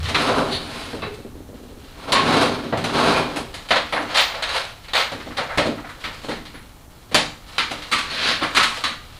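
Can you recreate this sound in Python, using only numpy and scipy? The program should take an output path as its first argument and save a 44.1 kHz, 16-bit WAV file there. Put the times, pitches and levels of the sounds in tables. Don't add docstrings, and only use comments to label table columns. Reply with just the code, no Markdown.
import sys
import numpy as np
from scipy import signal
from scipy.fft import rfft, irfft, next_fast_len
from scipy.io import wavfile

SR = 44100
rng = np.random.default_rng(int(sys.argv[2]) if len(sys.argv) > 2 else 0)


def generate_wav(signal):
    frames = np.transpose(np.atleast_2d(signal))
    scaled = np.clip(frames, -1, 1) * 32767
    pcm = np.round(scaled).astype(np.int16)
    wavfile.write(sys.argv[1], SR, pcm)


N = 405279
TIME = np.arange(N) / SR
RING_TIME = np.arange(2 ** 15) / SR


def amp(db):
    return 10 ** (np.asarray(db) / 20)


def unit(x):
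    return x / np.sqrt(np.mean(x ** 2) + 1e-20)


def along(points, hz):
    freqs, values = np.transpose(points)
    return np.interp(np.log(hz + 1), np.log(freqs + 1), values)


def add(track, start_s, sound):
    part = track[max(0, round(start_s * SR)):][:len(sound)]
    part += sound[:len(part)]


def through(x, response):
    return signal.fftconvolve(x, response)[:len(x)]


def fft_grid(x):
    size = next_fast_len(len(x) + 2 ** 13, True)
    return size, np.fft.rfftfreq(size, 1 / SR)


def bands(x, crossovers_hz):
    size, hz = fft_grid(x)
    lowpasses = [1 / (1 + (hz / edge) ** 8) for edge in crossovers_hz]
    bandpasses = np.diff(lowpasses, axis=0, prepend=0, append=1)
    return irfft(rfft(x, size) * bandpasses, size)[:, :len(x)]


def noise(eq):
    size, hz = fft_grid(TIME)
    white = rfft(rng.standard_normal(size))
    return unit(irfft(white * amp(along(eq, hz)), size)[:N])


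def swell(full_s, rise_s, hold_s, fall_s, depth_db=21, curve=.99):
    away = np.maximum((full_s - TIME) / rise_s, (TIME - full_s - hold_s) / fall_s)
    return amp(-depth_db * np.clip(away, 0, 10) ** curve)


def swells(rows):
    return sum(amp(db) * swell(*timing) for *timing, db in rows)


def fade(t60_s):
    return np.exp(-np.log(1000) * RING_TIME / t60_s)


def ring(modes, scatter_db=3.5):
    sound = sum(amp(db + rng.normal(0, scatter_db)) * fade(t60_s) * np.sin(2 * np.pi * hz * RING_TIME)
                for hz, db, t60_s in modes)
    return sound / np.linalg.norm(sound)


# freq_hz, t60_s
ROOM_DECAY = [(150, 0.62), (400, 0.32), (1000, 0.42), (3500, 0.37), (7000, 0.41), (11000, 0.28),
              (15000, 0.047)]
def garage(wet_db, walls_db, walls_s=.02):
    hz, t, spectra = signal.stft(rng.standard_normal(len(RING_TIME)), SR, nperseg=256)
    decay = amp(-60 * t / along(ROOM_DECAY, hz)[:, None])
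    tail = signal.istft(spectra * decay, SR, nperseg=256)[1]
    path = amp(wet_db) * tail / np.linalg.norm(tail)
    for when, strength in rng.random((8, 2)):
        add(path, when * walls_s, np.array([amp(walls_db) * (strength - .5) * 2]))
    path[0] += 1
    return path


# centre_hz, width_hz, gain_db
CABINET_RESONANCES = [(171, 18, 5), (195, 10, -6.5), (234, 41, 8.5), (299.7, 4.8, 10.5), (391, 27, 3),
                      (491, 176, 5.5), (1050, 68, 1), (1304, 16, 6), (4370, 2000, 1)]
def cabinet(eq, size=2 ** 13):
    hz = np.fft.rfftfreq(size, 1 / SR)
    resonances_db = sum(db / (1 + (2 * (hz - centre) / width) ** 2)
                        for centre, width, db in CABINET_RESONANCES)
    cepstrum = irfft(np.log(amp(along(eq, hz) + resonances_db)))
    cepstrum[1:size // 2] *= 2
    cepstrum[size // 2 + 1:] = 0
    return irfft(np.exp(rfft(cepstrum)))[:size // 2]


def tool_pile(count, t60_at_2khz_s):
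    tools, t = [], RING_TIME[:2 ** 13]
    for _ in range(count):
        hz = rng.uniform(25, 122, size=(90, 1)) ** 2
        t60_s = t60_at_2khz_s * (hz / 2000) ** -.3 * np.exp(rng.normal(0, .25, size=hz.shape))
        decay = np.exp(-np.log(1000) * t / t60_s)
        modes = decay * np.sin(2 * np.pi * (hz * t + rng.random(hz.shape)))
        sound = np.sum(hz ** .58 / np.sqrt(t60_s) * modes, axis=0)
        tools.append(sound / np.linalg.norm(sound))
    return tools


def contact(tool, body, ring_db):
    crack = garage(wet_db=5.5, walls_db=-2.5)
    ringing = through(garage(wet_db=-1.5, walls_db=-10.5), tool)
    touch = crack / np.linalg.norm(crack) + amp(ring_db) * ringing / np.linalg.norm(ringing)
    return through(touch, body)


def friction(tools, eq, catches_per_s, range_db, ring_db):
    shaken, body = np.zeros(N), cabinet(eq)
    count = int(catches_per_s / len(tools) * N / SR)
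    for tool in tools:
        when, side, size = rng.random((count, 3)).T
        kicks = np.sign(side - .5) * amp(range_db * size)
        catches = np.bincount((when * N).astype(int), kicks, N)
        shaken += through(catches, contact(tool, body, ring_db))
    return unit(shaken)


# freq_hz, gain_db
HISS_EQ = [(12, -8), (20, 2), (74, -1), (167, -10), (233, -15), (283, -12.5), (443, -20), (841, -19),
           (2300, -34), (4130, -47), (5460, -32.5), (14500, -35), (15800, -38)]
def hiss(level_db=-43.5):
    return amp(level_db) * noise(HISS_EQ)


# full_s, rise_s, hold_s, fall_s, level_db
RUMBLE_SWELLS = [(0, 0.019, 0.039, 0.34, -24.5), (.53, .05, .01, 0.14, -31.5),
                 (.75, 0.3, 0.74, 0.36, -43.5)]
def rumble(trim_db=-2):
    eq = [(30, -25), (60, -27), (80, 2), (105, -5.5), (150, -13), (400, -68)]
    return amp(trim_db) * swells(RUMBLE_SWELLS) * noise(eq)


# time_s, level_db
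SHUFFLE_RIDE = [(0, -31), (1.0, -45.5), (1.2, -59), (1.85, -49), (3.45, -44), (3.65, -41.5), (4.3, -42),
                (4.8, -48), (5.6, -41.5), (5.95, -49), (6.05, -37), (6.45, -49.5), (7.08, -53.5),
                (7.42, -51.5), (7.55, -39.5), (8.5, -38), (8.77, -28.5), (9.0, -46), (9.2, -45.5)]
def shuffle(tools, trim_db=-1):
    eq = [(100, -34), (400, -3.5), (1000, 3.5), (2200, .5),
          (4200, 1), (6000, -11.5), (10000, -15.5), (15000, -30)]
    stirred = friction(tools, eq, catches_per_s=300, range_db=22, ring_db=-5.5)
    ride_db = np.interp(TIME, *np.transpose(SHUFFLE_RIDE))
    return amp(ride_db + trim_db) * stirred


# pitch_hz, level_db, t60_s
STEEL_MODES = [(1089, 19.5, 0.25), (1140, 24, 0.052), (1406, -15, 0.46), (1520, -1, 1), (1970, -18, 0.39),
               (2130, -14, 0.17), (2610, 3, 0.16), (2760, -23, 0.42), (3080, -7, 0.35), (3810, -8, 1),
               (5700, -9, .32), (6440, -6, .28), (8800, 28, 0.44), (9453, -2, .26)]
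# freq_hz, gain_db
CLATTER_EQ = [(40, -48), (100, -6), (180, -10), (240, -7), (300, -1.5), (400, -7), (560, 3), (1200, 2),
              (1500, 1), (2000, 2.5), (2700, 2), (4100, 1), (5300, -10), (7000, -13.5), (10000, -17),
              (12500, -30.5), (15800, -34)]
HIT_CROSSOVERS = [190, 420, 900, 2200, 5500]
SURFACE_VOICES = {"tray": ((-33, -24, -7.5, -3, -1, -17.5), -20), "tools": ((-20, -11, -21, 0, -1.5, -14),
                  -9), "drawer": ((-10.5, -5.5, -2.5, -3.5, -3, -13.5), -17),
                  "cabinet": ((-9.5, 3, -1, -6.5, -7, -18.5), -19),
                  "bar": ((-27.5, -20.5, -3, 3, -12.5, -26.5), -12),
                  "spanner": ((-28, -15, -23, -0.5, 0, -18.5), -12),
                  "casing": ((-26, -19.5, -9, 0.5, -0.5, -19), 5.9)}
# start_s, surface, level_db, tilt_db (per register), attack_s
TOOL_HITS = [(.055, "spanner", -33.5, 1.5, .0003), (.087, "drawer", -29.5, 1.5, 0.00054),
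             (.145, "spanner", -18.5, -1.5, .0015), (.93, "cabinet", -38, -2.5, 0.0011),
             (1.022, "casing", -31.5, -6, 0.0049), (1.14, "tray", -61.5, 13, .0005),
             (2.074, "drawer", -51, -7, .011), (2.1225, "drawer", -19.5, 2.5, 0.00011),
             (2.148, "casing", -18.5, -3.5, .014), (2.41, "tray", -44.5, 13.5, .001),
             (2.724, "tray", -25.5, -11, 0.0012), (2.728, "casing", -34, -10, 0.001),
             (2.773, "drawer", -30.5, 0, 0.00029), (2.841, "drawer", -26, 0.9, 0.00019),
             (3.36, "drawer", -31, 2, .0005), (3.541, "drawer", -36.5, 3.5, .0005),
             (3.687, "tray", -37, 4, .001), (3.706, "tray", -14.5, -3, 0.0016),
             (3.755, "tray", -19, -3, .0035), (3.923, "tray", -22, -4.5, .003),
             (3.963, "bar", -26.5, -1, 0.0043), (4.02, "cabinet", -34, 1.5, .0005),
             (4.143, "tray", -19.5, 1, 0.0074), (4.167, "tray", -17, 2.5, 0.0092),
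             (4.194, "tray", -23.5, 0.5, 0.00055), (4.34, "tray", -32, -3, .0005),
             (4.422, "tray", -24.5, 1, 0.0015), (4.49, "tray", -29.5, 1.5, 0.00062),
             (4.844, "tray", -48, 2, .0005), (4.883, "tray", -39.5, .5, .0002),
             (4.934, "tray", -22.5, 0.5, 0.00028), (4.951, "tray", -19, 0, .001),
             (4.976, "tray", -22, 0.5, .0005), (4.997, "tray", -23.5, 0.5, .0005),
             (5.114, "drawer", -32.5, -1.5, 0.0042), (5.2, "tools", -38.5, -3.5, .001),
             (5.305, "bar", -41.5, 2, .002), (5.259, "cabinet", -39, -0.5, 0.0041),
             (5.367, "tray", -27.5, 1.4, .006), (5.385, "bar", -28, -5, 0.0006),
             (5.485, "bar", -32.5, -1, 0.036), (5.574, "drawer", -23, 0.5, 0.001),
             (5.581, "tray", -19, -5, .0006), (5.656, "cabinet", -26, -0.7, 0.0015),
             (5.72, "cabinet", -48, -.5, .0005), (5.778, "bar", -41.5, -3, .002),
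             (5.839, "bar", -41, -1, .003), (5.889, "bar", -40, 7, 0.003),
             (5.965, "tray", -53.5, -10, .001), (6.038, "spanner", -29, -1.5, .003),
             (6.069, "casing", -42, -7, 0.0014), (6.23, "cabinet", -36.5, 2.5, 0.018),
             (6.283, "cabinet", -29.5, 0.5, 0.005), (6.305, "tools", -32.5, -2, 0.0035),
             (6.36, "tools", -48, 2, .001), (6.453, "tray", -42.5, 2.5, .0005),
             (6.54, "tools", -41.5, -4.5, 0.0044), (7.112, "drawer", -36, -0.5, 0.0056),
             (7.145, "drawer", -15, 2.5, 0.00013), (7.582, "spanner", -20, .8, 0.00012),
             (7.709, "drawer", -29.5, .5, .0018), (7.821, "tray", -38, 2.5, .0001),
             (7.914, "tools", -26.5, 1.5, 0.0018), (7.922, "tools", -20.5, 1, 0.0019),
             (7.982, "tools", -28, 2, 0.0018), (8.411, "casing", -23.5, -3, 0.01),
             (8.432, "bar", -29, 6.5, .0005), (8.548, "tools", -22.5, 1.5, 0.0015),
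             (8.566, "tools", -16.5, 1, 0.0013), (8.598, "casing", -22.5, 1.5, 0.0013),
             (8.629, "tools", -21, 2, 0.0011), (8.838, "tools", -24, 1, .0007),
             (8.86, "casing", -31, 1, 0.0024)]
def clatter(tools, rattle_s=.02, first_db=5, snap_per_tilt=2, bounce_db=-3, loss_db=6, trim_db=-2.5):
    out, body = np.zeros(N), cabinet(CLATTER_EQ)
    contacts = [contact(tool, body, ring_db=0) for tool in tools for _ in range(3)]
    long_tools = [through(ring(STEEL_MODES), body) for _ in range(5)]
    steps_above_clank = np.arange(-3, 3)
    for i, (start_s, surface, level_db, tilt_db, attack_s) in enumerate(TOOL_HITS):
        registers_db, steel_db = SURFACE_VOICES[surface]
        first, *bounces = rng.permutation(len(contacts))[:5]
        blow = amp(first_db + snap_per_tilt * max(tilt_db, 0)) * contacts[first]
        blow += amp(steel_db) * long_tools[i % len(long_tools)]
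        for bounce, when in zip(bounces, rng.random(len(bounces))):
            add(blow, when * rattle_s, amp(bounce_db - loss_db * when) * contacts[bounce])
        registers = bands(blow, HIT_CROSSOVERS) * (1 - np.exp(-RING_TIME / attack_s))
        onset_rms = np.std(registers[:, :round(.05 * SR)], axis=1)
        onset_db = level_db + trim_db + np.array(registers_db) + tilt_db * steps_above_clank
        add(out, start_s, (amp(onset_db) / onset_rms) @ registers)
    return out


# freq_hz, gain_db
SLIDE_EQ = [(29, -41), (50, -15.5), (155, -5.5), (188, -10), (233, -5), (378, -4), (436, -5), (657, 1),
            (797, 0.5), (1090, 0.5), (1990, -12), (4090, -13.5), (5730, -20.5), (10200, -12.5),
            (15800, -40)]
SLIDE_CROSSOVERS = [450, 1500, 5500]
# full_s, rise_s, hold_s, fall_s, level_db, weight_db, edge_db, grit_db
SLIDE_STROKES = [(0.205, 0.12, 0.058, .1, -24, -4, -2.5, -15), (0.299, .04, 0.02, .1, -20.5, -8.5, -6, -23),
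                 (0.373, 0.039, 0.015, 0.2, -19.5, -2.5, -10.5, -15.5),
                 (0.753, 0.3, 0.051, 0.5, -39.5, 0.5, 5, -14.5),
                 (2.037, 0.13, .01, .08, -43, -16, 1.5, -16),
                 (2.086, .02, 0.025, 0.057, -28.5, -12, -9.5, -16),
                 (2.299, .16, 0.13, 0.25, -19.5, 0, -1.5, -20),
                 (2.981, 0.16, 0.17, 0.22, -19, -3.5, -3.5, -19), (3.37, 0.009, .01, 0.11, -33, 1, -6, -3),
                 (4.108, .06, .03, 0.072, -34.5, -22, 2, -25),
                 (4.33, 0.19, .17, 0.13, -35.5, -27, -1.5, -23),
                 (4.559, 0.06, 0.017, 0.15, -27, -23, 4.5, -18),
                 (8.253, 0.21, 0.056, 0.14, -29.5, -6, 12, -28.5)]
def slides(tools, bass_curve=.67, trim_db=-1):
    rubbing = friction(tools, SLIDE_EQ, catches_per_s=700, range_db=22, ring_db=-2)
    bass, grind, scrape, grit = [unit(band) for band in bands(rubbing, SLIDE_CROSSOVERS)]
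    out = np.zeros(N)
    for *timing, level_db, weight_db, edge_db, grit_db in SLIDE_STROKES:
        stroke = swell(*timing)
        weight = amp(weight_db) * stroke ** bass_curve * bass
        edge = amp(edge_db) * (scrape + amp(grit_db) * grit)
        out += amp(level_db + trim_db) * (weight + stroke * (grind + edge))
    return out


# full_s, rise_s, hold_s, fall_s, level_db
RASP_STROKES = [(.525, 0.04, 0.024, 0.14, -24.5), (8.11, 0.015, 0.039, .12, -31),
                (8.28, 0.087, .03, 0.14, -24.5)]
def rasp(tools):
    eq = [(1500, -10), (3100, -5), (3800, -1), (4350, 0),
          (5000, -18), (8000, -26), (9800, -21), (12000, -38)]
    return swells(RASP_STROKES) * friction(tools, eq, catches_per_s=1700, range_db=-8, ring_db=2)


# start_s, pitch_hz, peak_db, t60_s
PART_PINGS = [(1.02, 2626, -29.5, 0.28), (1.029, 415, -23.5, 0.18), (2.133, 1050, -10.5, 0.16),
              (3.146, 2420, -18.5, 0.12), (3.925, 10930, -37, 0.13), (3.99, 295.5, -24, .36),
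              (4.17, 14050, -43, .25), (4.21, 13720, -31, .4), (4.96, 13900, -38, .5),
              (5.576, 577, -9, 0.036), (6.04, 14000, -52, .5), (6.54, 10950, -49, 0.25),
              (7.15, 159.6, -28.5, 0.26), (7.926, 1146, -15.5, 0.13), (8.421, 300, -19.5, 0.09),
              (8.566, 1284, -16, 0.35), (8.589, 1080, -17, .24), (8.839, 1200, -24, .2)]
def pings(twin_db=-5, split_at_4khz_hz=37):
    out = np.zeros(N)
    for start_s, pitch_hz, peak_db, t60_s in PART_PINGS:
        twin_hz = pitch_hz + split_at_4khz_hz * np.sqrt(pitch_hz / 4000)
        pair = np.sin(2 * np.pi * pitch_hz * RING_TIME)
        pair += amp(twin_db) * np.sin(2 * np.pi * twin_hz * RING_TIME)
        note = through(fade(t60_s) * pair, garage(wet_db=3, walls_db=-31))
        add(out, start_s, amp(peak_db) * note / np.abs(note).max())
    return out


# pitch_hz, level_db, t60_s
PANEL_MODES = [(3570, 4, .16), (3570, -5, .25), (3750, -8, .3), (3795, -3, .2), (3905, 7, 0.31),
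               (3975, 5, .2), (3900, -11, .26), (4115, -4, .2), (4200, -3, .3), (4265, -11, .24),
               (4300, -3, .3), (4500, -5, .22)]
# start_s, peak_db
PANEL_HITS = [(1.021, -26), (2.121, -7.5), (7.146, -9.5), (8.839, -14)]
def panel():
    out = np.zeros(N)
    for start_s, peak_db in PANEL_HITS:
        note = through(ring(PANEL_MODES), garage(wet_db=-12, walls_db=-7))
        add(out, start_s, amp(peak_db) * note / np.abs(note).max())
    return out


# freq_hz, gain_db
BUMP_EQ = [(80, -22), (160, -15), (260, 0), (560, -9), (800, -19.5), (2000, -32), (8000, -70)]
def rocking(start_s=1.188, swings=7, first_swing_s=.166, shrink=.82, first_peak_db=-27, loss_db=2.1):
    out, body = np.zeros(N), cabinet(BUMP_EQ)
    for k in range(swings):
        swing_s = first_swing_s * shrink ** k
        tip_back_s = start_s + .37 * swing_s
        for bump_s in (start_s, tip_back_s):
            bump = through(garage(wet_db=.5, walls_db=-4), body)
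            add(out, bump_s, amp(first_peak_db - loss_db * k) * bump / np.abs(bump).max())
        start_s += swing_s
    return out


def scene():
    tools = tool_pile(count=9, t60_at_2khz_s=.12)
    rubbing = slides(tools[:4]) + shuffle(tools[4:7]) + rasp(tools[7:])
    impacts = clatter(tools) + pings() + panel() + rocking()
    return (rubbing + impacts + rumble() + hiss())[None]


def record(dry, top_hz=15600):
    rounded = dry / (1 + dry ** 6) ** (1 / 6)
    size, hz = fft_grid(TIME)
    return irfft(rfft(rounded, size) * (hz < top_hz), size)[:, :N]


dry = scene()
out = record(dry)
generate_wav(out)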